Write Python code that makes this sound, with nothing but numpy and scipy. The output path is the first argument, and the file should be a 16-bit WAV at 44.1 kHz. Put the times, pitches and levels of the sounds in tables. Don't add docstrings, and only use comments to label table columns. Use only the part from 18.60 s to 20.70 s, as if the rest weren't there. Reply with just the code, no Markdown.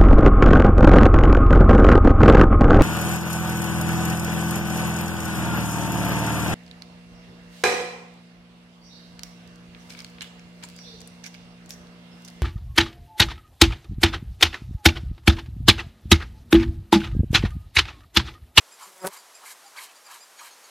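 import sys
import numpy as np
from scipy import signal
from scipy.fft import rfft, irfft
from scipy.io import wavfile
from scipy.ndimage import uniform_filter1d

SR = 44100
rng = np.random.default_rng(int(sys.argv[2]) if len(sys.argv) > 2 else 0)


def pcm_store(signal):
    levels = np.round(np.clip(np.atleast_2d(signal), -1, 1) * 32767)
    wavfile.write(sys.argv[1], SR, levels.astype(np.int16).T)


def voltage_ratio(decibels):
    exponent = np.asarray(decibels, float) / 20
    return 10 ** exponent


N = 92610
T = np.arange(N) / SR

# [pitch_hz, level_db per Hz]
FOREST_SPECTRUM = [(24, -62), (40, -15), (54, -31), (150, -20.5), (427, -6), (1020, -1.5), (2640, -8.5),
                   (5860, -8.5), (7160, -9.5), (11800, -13), (15500, -26.5)]
# [middle_s, length_s, pitch_hz, level_db]
FAR_TONES = [(1.065, 0.032, 800, -51.5), (1.8, 0.036, 5800, -60), (1.305, .03, 2600, -59.5)]
# [middle_s, length_s, top_pitch_hz, level_db, second_partial_db]
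BIRD_CHIPS = [(0.134, 0.043, 2505, -47.5, -6), (0.236, 0.034, 2470, -47, -7),
              (0.418, 0.044, 2516, -50.5, -1.5), (0.588, 0.038, 2430, -50, -1),
              (0.761, 0.038, 2500, -48, -5), (1.07, 0.038, 2410, -52.5, -2), (1.375, 0.049, 2383, -55, -3),
              (1.463, 0.042, 2440, -54, 1), (1.626, 0.05, 2467, -50.5, 0), (1.786, 0.036, 2288, -50, -6.5),
              (1.928, .04, 2180, -55.5, -1), (2.049, 0.03, 2290, -52, -0.5)]
# [multiple, level_db]
CHIP_HARMONICS = [(1, -14.5), (3, -2.5), (4, -11.5), (5, -22)]
# [start_s, wing_beat_hz, buzz_db, wing_tick_db, tilt_db per multiple]
FLY_PATH = [(.25, 195, -97, -80, -8), (.274, 190.4, -67, -77, -6.5), (.326, 186.8, -66.5, -60, 0),
            (.394, 185.5, -66, -57, 2.93), (.414, 187.4, -56, -60, 1.2), (.434, 183, -43, -45, 0.5),
            (0.449, 186.5, -29, -38, 0.06), (0.459, 187.7, -33.5, -39.5, 0.6),
            (0.473, 191.9, -33, -40, -0.64), (0.483, 191.3, -46, -44, 0.8), (0.49, 197, -49, -61, -1.5),
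            (0.501, 193, -57.5, -81, -3), (.508, 196, -92, -90, -7)]
# [multiple, level_db]
WING_HARMONICS = [(1, -6.5), (2, 3), (3, 2.5), (4, -5), (5, -2.5), (6, -8.5), (7, -10), (8, -10.5),
                  (9, -17.5), (10, -18), (11, -25), (12, -25)]
# [start_s, peak_db]
GRILLE_TAPS = [(0.4706, -9.5), (0.4752, -10), (0.4877, -23.5)]
# [pitch_hz, level_db, t60_s]
GRILLE_MODES = [(1480, -2, 0.001), (5060, -2.5, 0.00064), (7400, -4, 0.00062), (10570, -1, 0.0021),
                (13100, -8, .0015)]
# [start_s, log_ring_db, hide_ring_db, blade_ring_db, hiss_db]
KNIFE_STROKES = [
    [(0.17, -71, -75, -75, -59), (0.182, -55, -73, -64, -66), (0.196, -57, -55.5, -57, -53),
     (0.226, -43.5, -57, -51.5, -50), (0.242, -48.5, -57, -58, -50.5), (0.274, -54.5, -57, -59, -52),
     (0.304, -62, -63, -75, -57), (0.31, -60, -72, -65, -64)],
    [(0.495, -59, -61, -71, -65), (0.511, -55.5, -52, -66, -56), (0.517, -51.5, -56, -55, -61),
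     (0.535, -46.5, -53.5, -55, -45.5), (0.573, -52.5, -50.5, -52, -49.5), (0.591, -59, -67, -64, -56),
     (0.611, -60, -63, -69, -59), (0.62, -58, -75, -74, -65)],
    [(0.8, -58, -66, -74, -63), (0.806, -64, -65, -75, -72), (0.842, -45.5, -66, -58, -58),
     (0.86, -51, -47, -52, -47), (0.926, -54, -52.5, -53.5, -46.5), (0.944, -68, -63, -78, -61),
     (0.952, -52, -75, -68, -71), (0.96, -57, -66, -64, -72)],
    [(1.14, -60, -65, -73, -74), (1.148, -54, -67, -75, -74), (1.166, -47.5, -46.5, -52, -50),
     (1.186, -47.5, -45, -49.5, -47.5), (1.244, -49, -49.5, -49, -44), (1.266, -66, -55, -57, -53),
     (1.286, -61, -61, -58, -73), (1.32, -66, -63, -61, -66)],
    [(1.45, -67, -74, -68, -72), (1.462, -57.5, -62, -70, -60), (1.492, -47, -54, -58, -63),
     (1.516, -48.5, -49, -52, -48), (1.536, -48.5, -64, -53, -54), (1.544, -53, -48, -51.5, -49),
     (1.562, -46.5, -53.5, -52.5, -52), (1.6, -71, -62, -64, -60)],
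    [(1.775, -63, -75, -61, -61), (1.781, -66, -69, -61, -61), (1.797, -57.5, -45, -51, -57),
     (1.815, -46, -54, -53, -51), (1.877, -52.5, -50.5, -52.5, -49), (1.899, -66, -63, -60, -58),
     (1.913, -53.5, -65, -65, -65), (1.92, -64, -74, -66, -61)],
    [(2.06, -74, -73, -67, -64), (2.068, -59, -63, -72, -63), (2.078, -77, -72, -69, -67),
     (2.088, -53, -59, -59, -68), (2.1, -60, -57, -55, -66)],
]
# [pitch_hz, width_hz, level_db]
LOG_MODES = [(600, 100, -25.5), (1033, 270, 6.5), (1212, 420, 7)]
HIDE_MODES = [(1610, 340, 1), (2177, 500, 2.5)]
BLADE_MODES = [(3110, 630, 2.5), (3840, 1080, 1.5)]
# [pitch_hz, level_db per Hz]
HISS_SPECTRUM = [(2500, -34), (4000, -6.5), (5800, -5.5), (7700, -1.5), (10000, -5), (12800, -5),
                 (15500, -25)]
# [start_s, pitch_hz, level_db]
HIDE_SQUEAK = [(1.16, 1324, -56), (1.168, 1716, -50), (1.174, 2326, -51), (1.184, 2326, -44),
               (1.191, 2047, -43), (1.195, 1650, -45.5), (1.2, 1410, -77)]


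def unit(x):
    return x / np.sqrt(np.mean(x ** 2))


def colour(x, table):
    hz, db = np.array(table, float).T
    f = np.maximum(np.fft.rfftfreq(N, 1 / SR), 1)
    gain = voltage_ratio(np.interp(np.log(f), np.log(hz), db))
    return unit(irfft(rfft(x) * gain, N))


def ring(x, hz, width_hz):
    return signal.lfilter(*signal.iirpeak(hz, hz / width_hz, SR), x)


def walk(rate_hz):
    hold = int(SR / rate_hz)
    steps = np.repeat(rng.standard_normal(N // hold + 1), hold)
    return 1.48 * uniform_filter1d(uniform_filter1d(steps, hold), hold)[:N]


def curve(s, db):
    return voltage_ratio(np.interp(T, s, db, left=-200, right=-200))


def forest():
    level_db, swell_db = -52.5, 0.5
    return voltage_ratio(level_db + swell_db * walk(4.6)) * colour(rng.standard_normal(N), FOREST_SPECTRUM)


def far_tones():
    out = np.zeros(N)
    for middle, length, hz, db in FAR_TONES:
        bell = np.exp(-(2 * (T - middle) / length) ** 2)
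        out += voltage_ratio(db) * np.sqrt(2) * bell * np.sin(2 * np.pi * hz * T)
    return out


def bird():
    arch, rough_db = 0.07, 3.0
    echo_decay_s, echo_db = 0.025, -7
    out, wobble = np.zeros(N), 1 + 0.009 * walk(500)
    for middle, length, hz, db, second_db in BIRD_CHIPS:
        u = np.clip((T - middle) / length * 2, -1, 1)
        pitch = hz * (1 - arch * (u + 0.1) ** 2) * wobble
        phase = 2 * np.pi * np.cumsum(pitch) / SR
        partials = CHIP_HARMONICS + [(2, second_db)]
        tone = sum(voltage_ratio(d) * np.sin(round(k) * phase) for k, d in partials)
        fade = np.clip((1 + u) / 0.4, 0, 1) * np.clip((1 - u) / 0.5, 0, 1)
        out += voltage_ratio(db) * fade * tone
    out *= voltage_ratio(rough_db * walk(250))
    tail_n = np.arange(4096)
    tail = rng.standard_normal(4096) * np.exp(-tail_n / SR / echo_decay_s)
    echo = signal.fftconvolve(out, tail / np.linalg.norm(tail))[:N]
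    return out + voltage_ratio(echo_db) * echo


def wing_puff(beats, tilt):
    puff_share = 0.64
    uneven_db, smear_rad, wander_rad = 3, 0.07, 0.53
    phase = 2 * np.pi * (beats - puff_share)
    out = np.zeros(N)
    for k, db in WING_HARMONICS:
        gain = voltage_ratio(db + tilt * (k - 2.5) + uneven_db * walk(109.95))
        shift = wander_rad * walk(80.63) - smear_rad * (k - 3) ** 2
        out -= gain * np.cos(round(k) * phase + shift)
    return out


def wing_tick(beats):
    upstroke_share, decay_beats = 0.57, 0.12
    hz, width_hz = 9070, 5400
    gate = np.exp(-(beats % 1) / decay_beats) + np.exp(-((beats - upstroke_share) % 1) / decay_beats)
    tick = (gate + 0.1) * voltage_ratio(3.7 * walk(350)) * rng.standard_normal(N)
    return unit(ring(ring(tick, hz, width_hz), hz, 2 * width_hz))


def grille_taps():
    out = np.zeros(N)
    for start, peak_db in GRILLE_TAPS:
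        u = np.maximum(T - start, 0)
        hit = sum(voltage_ratio(d) * np.exp(-np.log(1000) * u / t60) * np.sin(2 * np.pi * f * u)
                  for f, d, t60 in GRILLE_MODES)
        out += voltage_ratio(peak_db) * hit / abs(hit).max()
    return out


def fly():
    downstroke_s, whir_db = 0.4459, -6.5
    s, hz, buzz_db, tick_db, tilt_db = np.array(FLY_PATH).T
    beats = np.cumsum(np.interp(T, s, hz)) / SR
    beats = beats - np.interp(downstroke_s, T, beats)
    puff = wing_puff(beats, np.interp(T, s, tilt_db))
    whir = voltage_ratio(whir_db) * unit(ring(ring(rng.standard_normal(N), 910, 1000), 910, 1500))
    buzz = (puff + whir) * curve(s, buzz_db)
    return buzz + wing_tick(beats) * curve(s, tick_db) + grille_taps()


def catches():
    catches_per_s, spread_db = 3000, 3.5
    on = rng.random(N) < catches_per_s / SR
    size = voltage_ratio(spread_db * np.minimum(rng.exponential(size=N), 3.5))
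    return on * size * rng.choice([-1, 1], N) + 0.63 * rng.standard_normal(N)


def body_ring(grain, modes):
    return unit(sum(voltage_ratio(db) * unit(ring(ring(grain, hz, w), hz, w)) for hz, w, db in modes))


def stroke_fade(t0, t1):
    attack_s, release_s = 0.022, 0.013
    return np.clip(np.minimum((T - t0) / attack_s, (t1 - T) / release_s) + 0.5, 0, 1)


def squeak():
    octave_db, rough_db = 1, 2.5
    s, hz, db = np.array(HIDE_SQUEAK).T
    pitch = np.interp(T, s, hz) * (1 + 0.015 * walk(600))
    phase = 2 * np.pi * np.cumsum(pitch) / SR
    low = voltage_ratio(rough_db * walk(400)) * np.sin(phase)
    octave = voltage_ratio(octave_db + rough_db * walk(400)) * np.sin(2 * phase)
    return np.sqrt(2) * curve(s, db) * (low + octave)


def knife():
    grain = catches()
    shared, out = walk(120), np.zeros(N)
    layers = [body_ring(grain, modes) for modes in (LOG_MODES, HIDE_MODES, BLADE_MODES)]
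    layers.append(colour(catches(), HISS_SPECTRUM))
    for column, layer in enumerate(layers, 1):
        patchy = unit(layer * voltage_ratio(0.23 * shared + 0.65 * walk(90)))
        for stroke in map(np.array, KNIFE_STROKES):
            s = stroke[:, 0]
            level = voltage_ratio(np.interp(T, s, stroke[:, column]))
            out += patchy * stroke_fade(s[0], s[-1]) * level
    return out + squeak()


def scene():
    return np.tile(knife() + bird() + far_tones() + fly() + forest(), (2, 1))


def top_cut(x):
    return signal.sosfilt(signal.butter(12, 15790, fs=SR, output="sos"), x)


def record(dry):
    low_cut = signal.butter(1, 110, "high", fs=SR, output="sos")
    mix = signal.sosfilt(low_cut, dry)
    return top_cut(mix)


dry = scene()
out = record(dry)
pcm_store(out)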